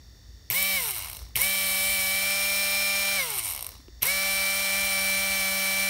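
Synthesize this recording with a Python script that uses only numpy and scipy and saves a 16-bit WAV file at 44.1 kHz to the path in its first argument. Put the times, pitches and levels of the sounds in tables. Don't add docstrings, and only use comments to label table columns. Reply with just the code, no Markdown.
import sys
import numpy as np
from scipy import signal
from scipy.fft import rfft, irfft
from scipy.io import wavfile
from scipy.ndimage import uniform_filter1d

SR = 44100
rng = np.random.default_rng(int(sys.argv[2]) if len(sys.argv) > 2 else 0)


def transcribe(u):
    v = np.clip(np.atleast_2d(u).T, -1, 1)
    q = np.round(v * 32767).astype(np.int16)
    wavfile.write(sys.argv[1], SR, q)


def undo_db(level):
    steps = np.asarray(level, float) / 20
    return 10 ** steps


N = 259749
TIME = np.arange(N) / SR

# contact in seconds, release in seconds, coasting time constant in seconds,
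# moment the shaft jumps its seat in seconds, a moment its high spot passes in seconds.
SPELLS = [
    (.502, .76, .935, .917, 1.1683),
    (1.357, 3.1664, 1.084, 3.405, 3.6661),
    (4.0195, 9, 1, 9.2, 4.5),
]
# time in seconds, firmness from 0 to 1.
GRIP = [(0, 0), (1.3, 0.5), (1.45, .45), (2.0, 0.5), (2.3, 0.88), (3.2, 1), (4.0, 1), (5.89, 1)]
# frequency in Hz, width in Hz, level in dB.
KNOCK_BODY = [(980, 260, 0.5), (2170, 270, -3.0), (2800, 450, 0.0), (5500, 760, -14)]
FULL_SPEED = 194
SPIN_UP_S = .021
RELEASE_S = 0.074


def in_time(rows):
    s, *columns = np.transpose(rows)
    return np.array([np.interp(TIME, s, c) for c in columns])


def by_value(rows, value):
    at, *columns = np.transpose(rows)
    return np.array([np.interp(value, at, c) for c in columns])


def at_hz(points, hz):
    point_hz, level_db = np.transpose(points)
    return np.interp(np.log(np.maximum(hz, 1)), np.log(point_hz), level_db)


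def grip_firmness():
    return in_time(GRIP)[0]


def by_grip(rows):
    loose, firm = np.array(rows)[:, :, None]
    return loose + (firm - loose) * grip_firmness()


def rms_one(x):
    return x / np.sqrt(np.mean(x ** 2) + 1e-20)


def drift(rate):
    r = np.exp(-80 * np.pi * rate / SR)
    steps = rng.standard_normal(N // 40 + 2002)
    slow = rms_one(signal.lfilter([1], [1, -2 * r, r * r], steps)[2000:])
    return np.interp(np.arange(N) / 40, np.arange(len(slow)), slow)


def resonate(x, modes):
    out = 0
    for k, (hz, width_hz, db) in enumerate(modes):
        r = np.exp(-np.pi * width_hz / SR)
        a = [1, -2 * r * np.cos(2 * np.pi * hz / SR), r * r]
        b = [(1 - r * r) / 2, 0, (r * r - 1) / 2]
        out = out + (-1) ** k * undo_db(db) * signal.lfilter(b, a, x + 1e-18)
    return out


def tint(x, modes):
    hz = np.arange(N // 2 + 1) * SR / N + 1
    power = 0
    for f0, width, db in modes:
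        power = power + undo_db(2 * db) / (1 + ((hz - f0 ** 2 / hz) / width) ** 2) ** 1.4
    return irfft(rfft(x) * np.sqrt(power), N)


def shelf(x, edge_hz, db):
    above = signal.sosfiltfilt(signal.butter(6, edge_hz, "high", fs=SR, output="sos"), x)
    return x + (undo_db(db) - 1) * above


def cracks(events, burst_s, top_modes, low_modes, top_db, low_db, alike=False):
    top, low, size = np.zeros(N), np.zeros(N), 256
    burst_n = burst_s * SR
    i = np.arange(size)
    bursts = np.sign(rng.standard_normal((len(events), size))) * np.exp(-i / burst_n)
    bursts *= np.minimum(i / (burst_n * .4), 1)
    bursts /= np.sqrt(np.sum(bursts ** 2, axis=1, keepdims=True) / (burst_n / 2))
    rung = np.std(resonate(bursts, top_modes), axis=1, keepdims=True)
    bright_bursts = bursts * np.median(rung) / rung
    push = np.sqrt(burst_n / 2) * (i == 20)
    for (s, peak_db, low_rel_db), burst, bright in zip(events, bursts, bright_bursts):
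        at = round(s * SR)
        top[at:at + size] += undo_db(peak_db + top_db) * bright
        low[at:at + size] += undo_db(peak_db + low_rel_db + low_db) * (push if alike else burst)
    return resonate(top, top_modes) + resonate(low, low_modes)


def room():
    # frequency in Hz, density in dB per Hz.
    air_spectrum = [(12, -40), (20, 3.5), (77, -2), (163, -13.5), (300, -18), (558, -24.5), (850, -28),
                    (1530, -31), (1810, -30), (2530, -34), (3250, -33), (3530, -35), (5380, -26.5),
                    (10200, -43.5), (16000, -33)]
    # frequency in Hz, width in Hz, level in dB.
    rumble_modes = [(58.5, 10.4, 7.5), (82, 3.7, 3), (45.4, 8.3, -18), (106, 15, -6)]
    # time in seconds, level in dB.
    rumble_swell = [(0.0, -47.5), (0.79, -51.5), (1.23, -38.5), (1.54, -48.5), (2.28, -46), (2.66, -54),
                    (3.53, -49.5), (5.89, -49)]
    # multiple of its base tone, level in dB.
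    far_lines = [(39, -75), (40, -76), (41, -76), (42, -72), (45, -73), (78, -79), (79, -72), (80, -69),
                 (82, -72), (83, -79), (84, -78), (86, -73), (91, -78), (92, -74), (97, -76), (99, -74),
                 (101, -77), (102, -66), (103, -77), (104, -76), (105, -72), (106, -71), (116, -74),
                 (118, -73), (120, -77), (121, -75), (123, -66), (124, -74), (125, -69), (127, -71),
                 (130, -78), (132, -76), (135, -77), (143, -76), (148, -72)]
    # frequency in Hz, level in dB.
    far_bands = [(1300, -100), (1600, -86), (1900, -88), (2200, -109), (3300, -100), (3550, -109),
                 (4600, -99), (5500, -100), (6600, -86), (9000, -93), (15500, -99)]
    room_db, far_hz = -44, 44.51
    far_sweep = .05
    hz = np.arange(N // 2 + 1) * SR / N
    air = irfft(rfft(rng.standard_normal(N)) * undo_db(at_hz(air_spectrum, hz)), N)
    rumble = undo_db(in_time(rumble_swell)[0] - 3.5) * rms_one(tint(rng.standard_normal(N), rumble_modes))
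    multiple = np.arange(28, 350)
    line_db = at_hz(far_bands, multiple * far_hz) + rng.normal(-2, 3, len(multiple))
    for k, db in far_lines:
        line_db[k - multiple[0]] = db
    phase = rng.random(len(multiple)) - far_sweep * multiple ** 2
    comb = np.zeros(len(hz), complex)
    comb[np.round(multiple * far_hz * N / SR).astype(int)] = undo_db(line_db) * np.exp(1j * phase)
    return undo_db(room_db - 8.5) * rms_one(air) + rumble + irfft(comb, N) * N / 2


def contact_sparks():
    # time in seconds, peak in dB, 2-3 kHz level in dB above it.
    spark_times = [(.5013, -8.5, -8), (.511, -15, -6), (1.349, -46, -5), (1.3535, -38, 9),
                   (1.3568, -12, -5.5), (1.3607, -15, -5), (1.3642, -7, -18), (1.3728, -23, -10),
                   (4.007, -53, -6), (4.014, -45, 3), (4.0185, -27, -6), (4.022, -14.5, -6),
                   (4.0263, -10, -6), (4.0298, -3, -12), (4.0328, -14, -3), (4.0408, -20, -8),
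                   (4.0435, -20, -10)]
    arc = [(12530, 810, 13.0), (8700, 890, -19.0), (15200, 1500, -5)]
    casing = [(2230, 240, 6.0), (3020, 320, 3.5), (5800, 1100, -27.0)]
    return cracks(spark_times, .0004, arc, casing, top_db=0.5, low_db=10.0)


def bump():
    # time in seconds, level in dB, frequency in Hz, 60 dB decay in seconds.
    thumps = [
        (.503, -33, 125, .11),
        (1.357, -34, 130, .11),
        (4.022, -36, 140, .1),
        (3.8836, -38, 350, .035),
        (3.795, -49, 280, .05),
        (1.295, -54, 800, .03),
    ]
    out, t = np.zeros(N + SR), np.arange(SR // 5) / SR
    for s, db, hz, t60 in thumps:
        tick = .09 * rng.standard_normal(len(t)) * np.exp(-t / .001)
        thump = np.sin(2 * np.pi * hz * t) * undo_db(-60 * t / t60)
        out[round(s * SR):][:len(t)] += undo_db(db) * (thump + tick)
    return out[:N]


def rotor():
    # time in seconds, speed in turns per second.
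    powered_speed = [(.62, 192.4), (.68, 193.6), (.76, 190.3), (1.5, 193.6), (1.8, 191.9), (1.92, 194.5),
                     (2.03, 191.2), (2.1, 191.8), (2.17, 193.8), (2.32, 195.9), (2.6, 197.1), (2.67, 196.5),
                     (2.85, 197.1), (3.17, 196.4), (4.15, 192.8), (4.33, 194.5), (4.41, 193.6),
                     (4.62, 195.6), (4.69, 194.4), (4.77, 195.7), (4.84, 195.7), (4.97, 192.9),
                     (5.04, 194.1), (5.32, 194.2), (5.45, 192.4), (5.53, 193.1), (5.73, 193.2),
                     (5.82, 194.3)]
    friction_speed = 213.7
    out, powered = np.zeros((5, N)), in_time(powered_speed)[0]
    out[2:4] = [[1e-6], [-1]]
    for on, off, coast_s, jump, mark in SPELLS:
        start = np.interp(off, *np.transpose(powered_speed)) + friction_speed

        def coast(s):
            return np.maximum(start * np.exp((off - s) / coast_s) - friction_speed, 0)

        since = np.maximum(TIME - on, 1e-6)
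        speed = np.where(TIME < off, powered * (1 - np.exp(-since / SPIN_UP_S)), coast(TIME))
        turns = np.cumsum(speed) / SR
        turns = turns - turns[round(mark * SR)]
        out = np.where(TIME >= on, [speed, turns, since, TIME - off, speed / coast(jump)], out)
    return out


def hiss_levels(since_on, since_off, ratio):
    # treble, middle casing and low casing in dB.
    powered_hiss = [(-26.5, -28, -56), (-32.5, -26.5, -51)]
    # speed over seat-jump speed, treble, middle and low casing in dB.
    coasting_hiss = [(0, -75, -70, -76), (.1, -70, -49, -67), (.27, -54, -40.5, -60),
                     (.36, -51.5, -40, -62.5), (.62, -45, -37, -58), (.86, -39, -32.5, -54),
                     (.97, -40.5, -34.5, -87), (1.02, -34.5, -28.5, -52), (1.27, -32.5, -29, -55.5)]
    # start in seconds, end in seconds, treble in dB.
    seat_chatter = [
        (3.27, 3.376, -1.5),
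        (3.378, 3.395, 4),
        (3.398, 3.427, -4),
        (3.434, 3.474, 1),
        (3.473, 3.54, 3),
        (3.54, 3.7, -1),
    ]
    surge = np.exp(-since_on / .064)
    flare = 4 * np.exp(-((since_on - .062) / .044) ** 2) - 3 * surge
    contact_db = 20 * np.log10(1 - np.exp(-since_on / .003))
    powered = by_grip(powered_hiss) + [flare, 2.5 * surge, -0.5 * surge] + contact_db
    coasting = by_value(coasting_hiss, ratio)
    coasting[0] += 6 * grip_firmness() * np.exp(-((ratio - .895) / .15) ** 2)
    chatter_db = sum(db * ((TIME > start) & (TIME < end)) for start, end, db in seat_chatter)
    coasting[0] += uniform_filter1d(chatter_db, size=60)
    released = np.clip(since_off / RELEASE_S, 0, 1)
    return powered + (coasting - powered) * released


def brushes(speed, turns, top_db, mid_db, low_db):
    # frequency in Hz, width in Hz, level in dB.
    low_coasting = [(195, 35, -9), (750, 220, -4), (1050, 300, 1), (1300, 150, -7), (1500, 120, -11)]
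    # frequency in Hz, width in Hz, level in dB.
    low_powered = [(460, 73, -15.5), (693, 154, -4), (940, 320, -5), (1270, 88, -6), (1474, 140, -1.5)]
    # frequency in Hz, width in Hz, level in dB.
    mid_casing = [(2205, 208, 14), (2830, 600, 9.5), (4020, 430, 7.5), (4370, 133, 5), (4900, 400, 1),
                  (5570, 700, 5.5), (5560, 350, 5), (5970, 840, -2)]
    # frequency in Hz, width in Hz, level in dB with loose grip, level in dB with firm grip.
    top_casing = [(7300, 960, -15.5, -11.5), (8500, 610, 1, -0.5), (9350, 350, -0.5, 3),
                  (9890, 210, 4.5, -1), (11400, 1360, -3.5, -4), (12400, 640, -4, -8.5),
                  (13300, 280, 5.5, 0.5), (13800, 400, -5, -2), (14500, 600, -6, -6),
                  (15600, 840, -2, -1.5)]

    bar = 12 * turns
    rub_db = np.interp(bar % 12, np.arange(13), rng.normal(0, 1, 12)[np.arange(13) % 12])
    rub = rng.standard_normal(N) * undo_db(0.43 * rub_db + 0.51 * drift(42))
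    crossed = np.flatnonzero(np.diff(np.floor(bar)) == 1)
    late = (bar[crossed + 1] % 1) / (bar[crossed + 1] - bar[crossed])
    wear = rng.normal(0, 1, 12)[(bar[crossed + 1] % 12).astype(int)]
    snaps = np.zeros(N)
    snaps[crossed] += wear * late
    snaps[crossed + 1] += wear * (1 - late)

    since_turn = (turns % 1) / np.maximum(speed, 5)
    turning = np.clip(speed / 45, 0, 1) ** 2
    rub *= 1 + 3.5 * np.exp(-since_turn / .0025) * np.clip(1.2 - speed / 110, 0, .8) * turning
    drive = rub + undo_db(-6) * rms_one(snaps)

    since_cog = (3 * turns % 1) / np.maximum(3 * speed, 5)
    cog = .25 + 2.5 * np.exp(-since_cog / .0015) * np.clip(1.1 - speed / 140, .1, 1)
    cog /= np.sqrt(uniform_filter1d(cog ** 2, 2000))
    jolts = np.append(np.diff(np.floor(3 * turns)) == 1, 0)
    jolts = jolts * np.sqrt(SR / np.maximum(3 * speed, 60)) * turning
    jolts *= undo_db(2.5 * drift(120))

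    firm = grip_firmness() * np.clip(speed / FULL_SPEED, 0, 1) ** 4
    firm = np.clip(firm + .22 * drift(1.5), -.2, 1.3)
    loose_top = rms_one(tint(drive, [m[:3] for m in top_casing]))
    firm_top = rms_one(tint(drive, [m[:2] + m[3:] for m in top_casing]))
    top = undo_db(top_db + 0.03) * ((1 - firm) * loose_top + firm * firm_top)

    faint = undo_db(-11.5 * np.clip(2 - 2 * speed / 68, 0, 1))
    mid = faint * tint(rub * cog ** 0.2, mid_casing[:2]) + tint(rub * cog ** 0.081, mid_casing[2:])
    mid = undo_db(mid_db - 8.0) * mid / np.std(mid[speed > 100])

    slow = np.clip(1.05 - speed / 120, 0, .58)
    fast = np.clip(speed / FULL_SPEED, 0, 1) ** 6
    low = (1 - slow) * rub * cog + slow * jolts
    low = (1 - fast) * rms_one(tint(low, low_coasting)) + fast * rms_one(tint(low, low_powered))
    return (top + mid + undo_db(low_db + 5.0) * low) * (speed > 0)


def treble_colour(x, since_off, ratio):
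    firm = np.clip(grip_firmness(), 0, 1)
    loose = (1 - firm) ** 4 * np.clip(1 - since_off / RELEASE_S, 0, 1)
    x = shelf(shelf(x, 7800, -12.5 * loose), 12400, 16 * loose)
    dull_db = -7 * firm ** 2 * (since_off > 0) * np.exp(-((ratio - .98) / .41) ** 2)
    return shelf(x, 14000, dull_db)


def shake(speed, since_on, since_off):
    # order 1, order 3 and order 12 in dB.
    powered_shake = [(-48, -47.5, -30.5), (-49.5, -42, -29.5)]
    # speed in turns per second, order 1, order 3 and order 12 in dB.
    shake_by_speed = [(0, -43, -48, -66), (64, -18, -28, -37), (86, -3, -23, -31), (111, -6, -17, -46),
                      (136, -6, -6, -24), (160, -7, -3, -25), (172, -5, -1.5, -4), (184, -4, 1.5, 3.5),
                      (188, 0, 0, 1)]
    rise = 1 - np.exp(-since_on / SPIN_UP_S)
    coasting_db = by_value(shake_by_speed, speed) * (since_off > 0)
    shaft_db, pole_db, bar_db = by_grip(powered_shake) + coasting_db
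    bar_db = bar_db + 6 * np.exp(-((since_on - .072) / .017) ** 2) + 105 * np.log10(rise)
    shaft_db = shaft_db + 2.5 * grip_firmness() * np.clip(since_off / RELEASE_S, 0, 1)
    fade_db = 30 * np.log10(rise)
    return shaft_db + fade_db, pole_db + fade_db, bar_db


def whine(speed, turns, since_on, shaft_db, pole_db, bar_db):
    # multiple of shaft speed, level in dB.
    loose_orders = [(1, -12), (2, -40.5), (3, -14), (4, -18.5), (5, -57), (6, -15.5), (7, -31), (8, -46),
                    (9, -17), (10, -14.5), (11, -50), (12, 0), (13, -22), (14, -11), (15, -29), (16, -6),
                    (17, -18), (18, -14), (19, -19), (20, -7.5), (21, -15.5), (22, -19), (23, -6),
                    (24, -22), (25, -30), (26, -42), (27, -10), (28, -19), (29, -16), (30, -36)]
    # multiple of shaft speed, level in dB.
    firm_orders = [(1, -19.5), (2, -37.5), (3, -11), (4, -16), (5, -56), (6, -16.5), (7, -18), (8, -22),
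                   (9, -13.5), (10, -15.5), (11, -44), (12, 0), (13, -16.5), (14, -30), (15, -29),
                   (16, -12.5), (17, -21.5), (18, -17), (19, -16), (20, -13), (21, -10.5), (22, -17.5),
                   (23, -18), (24, -15), (25, -27), (26, -34), (27, -13), (28, -14.5), (29, -19.5),
                   (30, -23.5)]
    # multiple of shaft speed, level in dB.
    high_orders = [(31, -28), (32, -31), (33, -22), (34, -30.5), (35, -28)]
    # multiple of shaft speed, change in dB.
    unpowered_orders = [(4, -6.5), (6, 3), (7, -4), (8, -1.5), (9, -11), (10, -9), (20, -8), (27, -6)]
    # multiple of shaft speed, change in dB.
    shifted_orders = [(8, 3), (11, 5), (13, 2), (15, 4), (16, -1.5), (17, 2), (19, 2), (20, -6), (23, -3),
                      (27, -8), (29, -3), (30, 2), (32, 7), (33, 4.5), (35, -9)]
    # multiple of shaft speed, change in dB.
    reseated_orders = [(6, 0), (8, -2), (13, -6), (14, -1), (15, -8), (17, -1), (18, 0), (19, -8), (22, 0),
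                       (23, 2), (28, 1), (29, 6), (30, -8), (31, 6)]
    # frequency in Hz, level in dB.
    radiation = [(100, -13.5), (300, 0.5), (600, 8.5), (1000, 6.5), (1400, -2.5), (1750, -14), (2300, -15),
                 (3000, -3), (5230, 5), (5320, 11), (5430, 1.5), (5520, -1), (5600, 36), (6600, 17.5),
                 (6690, 34), (6780, 22)]
    hop = 16
    firm, t, slow_speed = grip_firmness()[::hop], TIME[::hop], speed[::hop]

    def slide(k):
        return at_hz(radiation, k * slow_speed) - at_hz(radiation, k * FULL_SPEED)

    third_db = dict(loose_orders)[3] * (1 - firm) + dict(firm_orders)[3] * firm + slide(3)
    slowed = np.clip(1 - slow_speed / FULL_SPEED, 0, 1)
    unpowered = np.clip(10 * slowed - .3, 0, 1)
    shifted = np.clip((t - 4.3) / .97, 0, 1)
    reseated = t > SPELLS[-1][0]
    torque_db = 0 * np.exp(-((since_on[::hop] - .061) / .098) ** 2)
    out = 0
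    for (k, loose_db), (_, firm_db) in zip(loose_orders + high_orders, firm_orders + high_orders):
        level_db = pole_db[::hop] - third_db + loose_db * (1 - firm) + firm_db * firm + slide(k)
        level_db -= slowed * (22 if k > 12 else 20 * (k > 3))
        level_db += dict(unpowered_orders).get(k, 0) * unpowered
        level_db += dict(shifted_orders).get(k, 0) * shifted
        level_db += dict(reseated_orders).get(k, 0) * reseated
        level_db += torque_db * (k > 23.5)
        level_db += 12 * slowed * (k == 2)
        if k == 1:
            level_db = shaft_db[::hop] + 5 * shifted
        elif k == 12:
            level_db = bar_db[::hop]
        waver_db = (.7 if k in (1, 3, 12, 21) else 1.3) * drift(6)
        wobble = .005 * k * (1 + 2 * np.repeat(slowed, hop)[:N]) * drift(25)
        phase = 2 * np.pi * k * turns + wobble + rng.uniform(0, 2 * np.pi)
        out = out + undo_db(np.repeat(level_db, hop)[:N] + waver_db + 3) * np.sin(phase)
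    return out


def bar_pattern(speed, turns, since_off):
    # multiple of shaft speed, rms in dB as first seated, once settled, after the last touch.
    worn_bars = [(36, -58, -64, -60), (37, -62, -61, -54), (38, -63, -70, -66), (39, -53, -61, -61),
                 (40, -54, -55, -53), (41, -58, -50, -55), (42, -51, -50, -50), (43, -51, -56, -57),
                 (44, -44, -54, -50), (45, -46, -52, -50), (46, -50, -53, -56), (47, -51, -51, -57),
                 (48, -49, -54, -48), (49, -61, -54, -56), (50, -60, -58, -63), (51, -46, -58, -52),
                 (52, -51, -61, -63), (53, -65, -61, -63), (54, -52, -56, -55), (55, -61, -63, -59),
                 (56, -60, -67, -66), (57, -60, -55, -59), (58, -52, -60, -55), (59, -61, -59, -61),
                 (60, -57, -55, -56), (61, -56, -55, -66), (62, -52, -55, -62), (63, -63, -55, -64),
                 (64, -57, -61, -61), (65, -55, -56, -61), (66, -66, -59, -62), (67, -52, -58, -59),
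                 (68, -55, -55, -62), (69, -62, -57, -56), (70, -59, -53, -50), (71, -55, -60, -54),
                 (72, -62, -65, -58), (73, -63, -56, -60), (74, -51, -53, -59), (75, -53, -57, -61),
                 (76, -53, -52, -62), (77, -52, -54, -58), (78, -56, -59, -61), (79, -56, -55, -53),
                 (80, -57, -58, -55)]
    # time in seconds, which level column sounds (counted from 0).
    seating = [(0, -.4), (1.2, -.4), (1.4, 0), (2.0, 0), (2.3, 1), (3.5, 1), (3.9, 2), (5.89, 2)]
    k, *columns = np.transpose(worn_bars)
    size, seat, out = 8192, in_time(seating)[0], 0
    phase = np.exp(2j * np.pi * rng.random(len(k)))
    for group in range(3):
        at = (turns + .0007 * drift(25)) % 1 * size
        waver = undo_db(2.5 * drift(5))
        for c, db in enumerate(columns):
            spectrum = np.zeros(size // 2 + 1, complex)
            spectrum[k.astype(int)] = undo_db(db + 3) * phase * (k % 3 == group)
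            shape = irfft(spectrum, size) * size / 2
            turn_sound = np.interp(at, np.arange(size + 1), np.append(shape, shape[0]))
            out = out + waver * np.clip(1 - abs(seat - c), 0, 1) * turn_sound
    at_speed = np.clip(speed / FULL_SPEED, 0, 1) ** 19.0
    return undo_db(1.5) * out * at_speed * np.clip(1 - since_off / RELEASE_S, 0, 1)


def bearing_slaps():
    # time in seconds, peak in dB, 2-3 kHz level in dB above it.
    slap_times = [(.6258, -13, -16), (.6305, -18, -16), (1.401, -20, -16), (1.411, -17, -16),
                  (1.4143, -20, -13), (1.4158, -18, -18), (1.4168, -10, -12), (4.0535, -17, -18),
                  (4.0555, -17, -22), (4.066, -19, -16), (4.0685, -15, -16), (4.075, -18, -16)]
    # frequency in Hz, width in Hz, level in dB.
    slap_ring = [(8600, 800, 6), (9900, 630, 7), (11600, 980, 12), (12800, 160, 18), (14500, 900, 8)]
    return cracks(slap_times, .0009, slap_ring, KNOCK_BODY, top_db=-1.5, low_db=12.0)


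def knock_list(turns, since_off, ratio):
    # speed over seat-jump speed, peak in dB.
    lead_knock = [(0, -70), (.1, -66), (.27, -56), (.34, -34), (.42, -28.5), (.6, -27.5), (.86, -24.5),
                  (.97, -34), (1.02, -21), (1.27, -22.5), (1.36, -40)]
    # time in seconds, change in dB.
    uneven_turns = [(1.0, -8), (1.012, -8), (1.034, -8), (1.046, -1), (1.059, -3), (1.071, -12),
                    (1.085, -4), (1.114, -7), (1.13, -1), (1.148, -12), (1.192, -8), (3.285, -4),
                    (3.292, -6), (3.2985, -7), (3.3055, 6), (3.312, -8), (3.326, -8), (3.333, -8),
                    (3.34, 1), (3.371, -6), (3.46, -4), (3.468, -5), (3.479, -3), (3.549, 2), (3.563, 1),
                    (3.577, -2), (3.609, 0), (3.592, -8), (3.626, 2), (3.645, -5), (3.666, 5), (3.717, -5)]
    firm = grip_firmness()
    seated = ratio > 1
    lag_turns = -.04 - .2 * firm
    pole = np.floor(3 * (turns - lag_turns * seated))
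    at = np.flatnonzero((np.diff(pole) == 1) & (since_off[1:] > 0)) + 1
    chance = rng.standard_normal((400, 2))[:len(at)]
    peak_db = by_value(lead_knock, ratio)[0] + 6 * firm * np.clip(2 - 2 * ratio, 0, 1)
    side_db = -14.5 * (pole[at] % 3 != seated[at])
    peak_db = peak_db[at] + side_db + 1.2 * chance[:, 0]
    for s, db in uneven_turns:
        peak_db += db * (abs(at / SR - s) < .0025)
    body_db = -16 + 11 * np.clip(1 - ratio[at], 0, 1) + 2 * chance[:, 1]
    return list(zip(at / SR - .0006, peak_db, body_db))


def shaft_knocks(turns, since_off, ratio):
    # time in seconds, peak in dB, casing level in dB above it.
    stray_ticks = [(1.143, -37, -12), (1.161, -32, -11), (1.1755, -45, -16), (1.183, -42, -14),
                   (1.198, -43, -10), (1.208, -45, -8), (1.227, -44, -14), (1.2865, -49, -8),
                   (3.506, -20, -16), (3.519, -24, -13), (3.706, -37, -10), (3.739, -44, -12),
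                   (3.754, -51, 10), (3.78, -49, -3), (3.812, -54, -10), (3.882, -72, 31.5)]
    ring = [(8630, 500, -6.5), (9260, 390, -6.5), (11100, 630, -7), (13000, 480, -1.5), (15000, 1500, -14)]
    events = knock_list(turns, since_off, ratio) + stray_ticks
    return cracks(events, .0015, ring, KNOCK_BODY, top_db=12.0, low_db=7.0, alike=True)


def scene():
    speed, turns, since_on, since_off, ratio = rotor()
    background = room()
    contact = contact_sparks() + bump()
    hiss = brushes(speed, turns, *hiss_levels(since_on, since_off, ratio))
    knocks = shaft_knocks(turns, since_off, ratio)
    casing = treble_colour(hiss + knocks, since_off, ratio)
    tones = whine(speed, turns, since_on, *shake(speed, since_on, since_off))
    pattern = bar_pattern(speed, turns, since_off)
    mono = background + contact + casing + tones + pattern + bearing_slaps()
    return np.array([mono, mono])


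def top_cut(x):
    return signal.sosfilt(signal.butter(12, 16830, fs=SR, output="sos"), x)


def record(dry):
    cut = dry / (1 + (dry / .8) ** 4) ** .25
    cut = signal.sosfilt(signal.ellip(14, .6, 38, 15700, fs=SR, output="sos"), cut)
    cut = signal.sosfilt(signal.cheby2(14, 50, 17200, fs=SR, output="sos"), cut)
    cut = signal.sosfilt(signal.butter(4, 41, "high", fs=SR, output="sos"), cut)
    return top_cut(cut)


dry = scene()
out = record(dry)
transcribe(out)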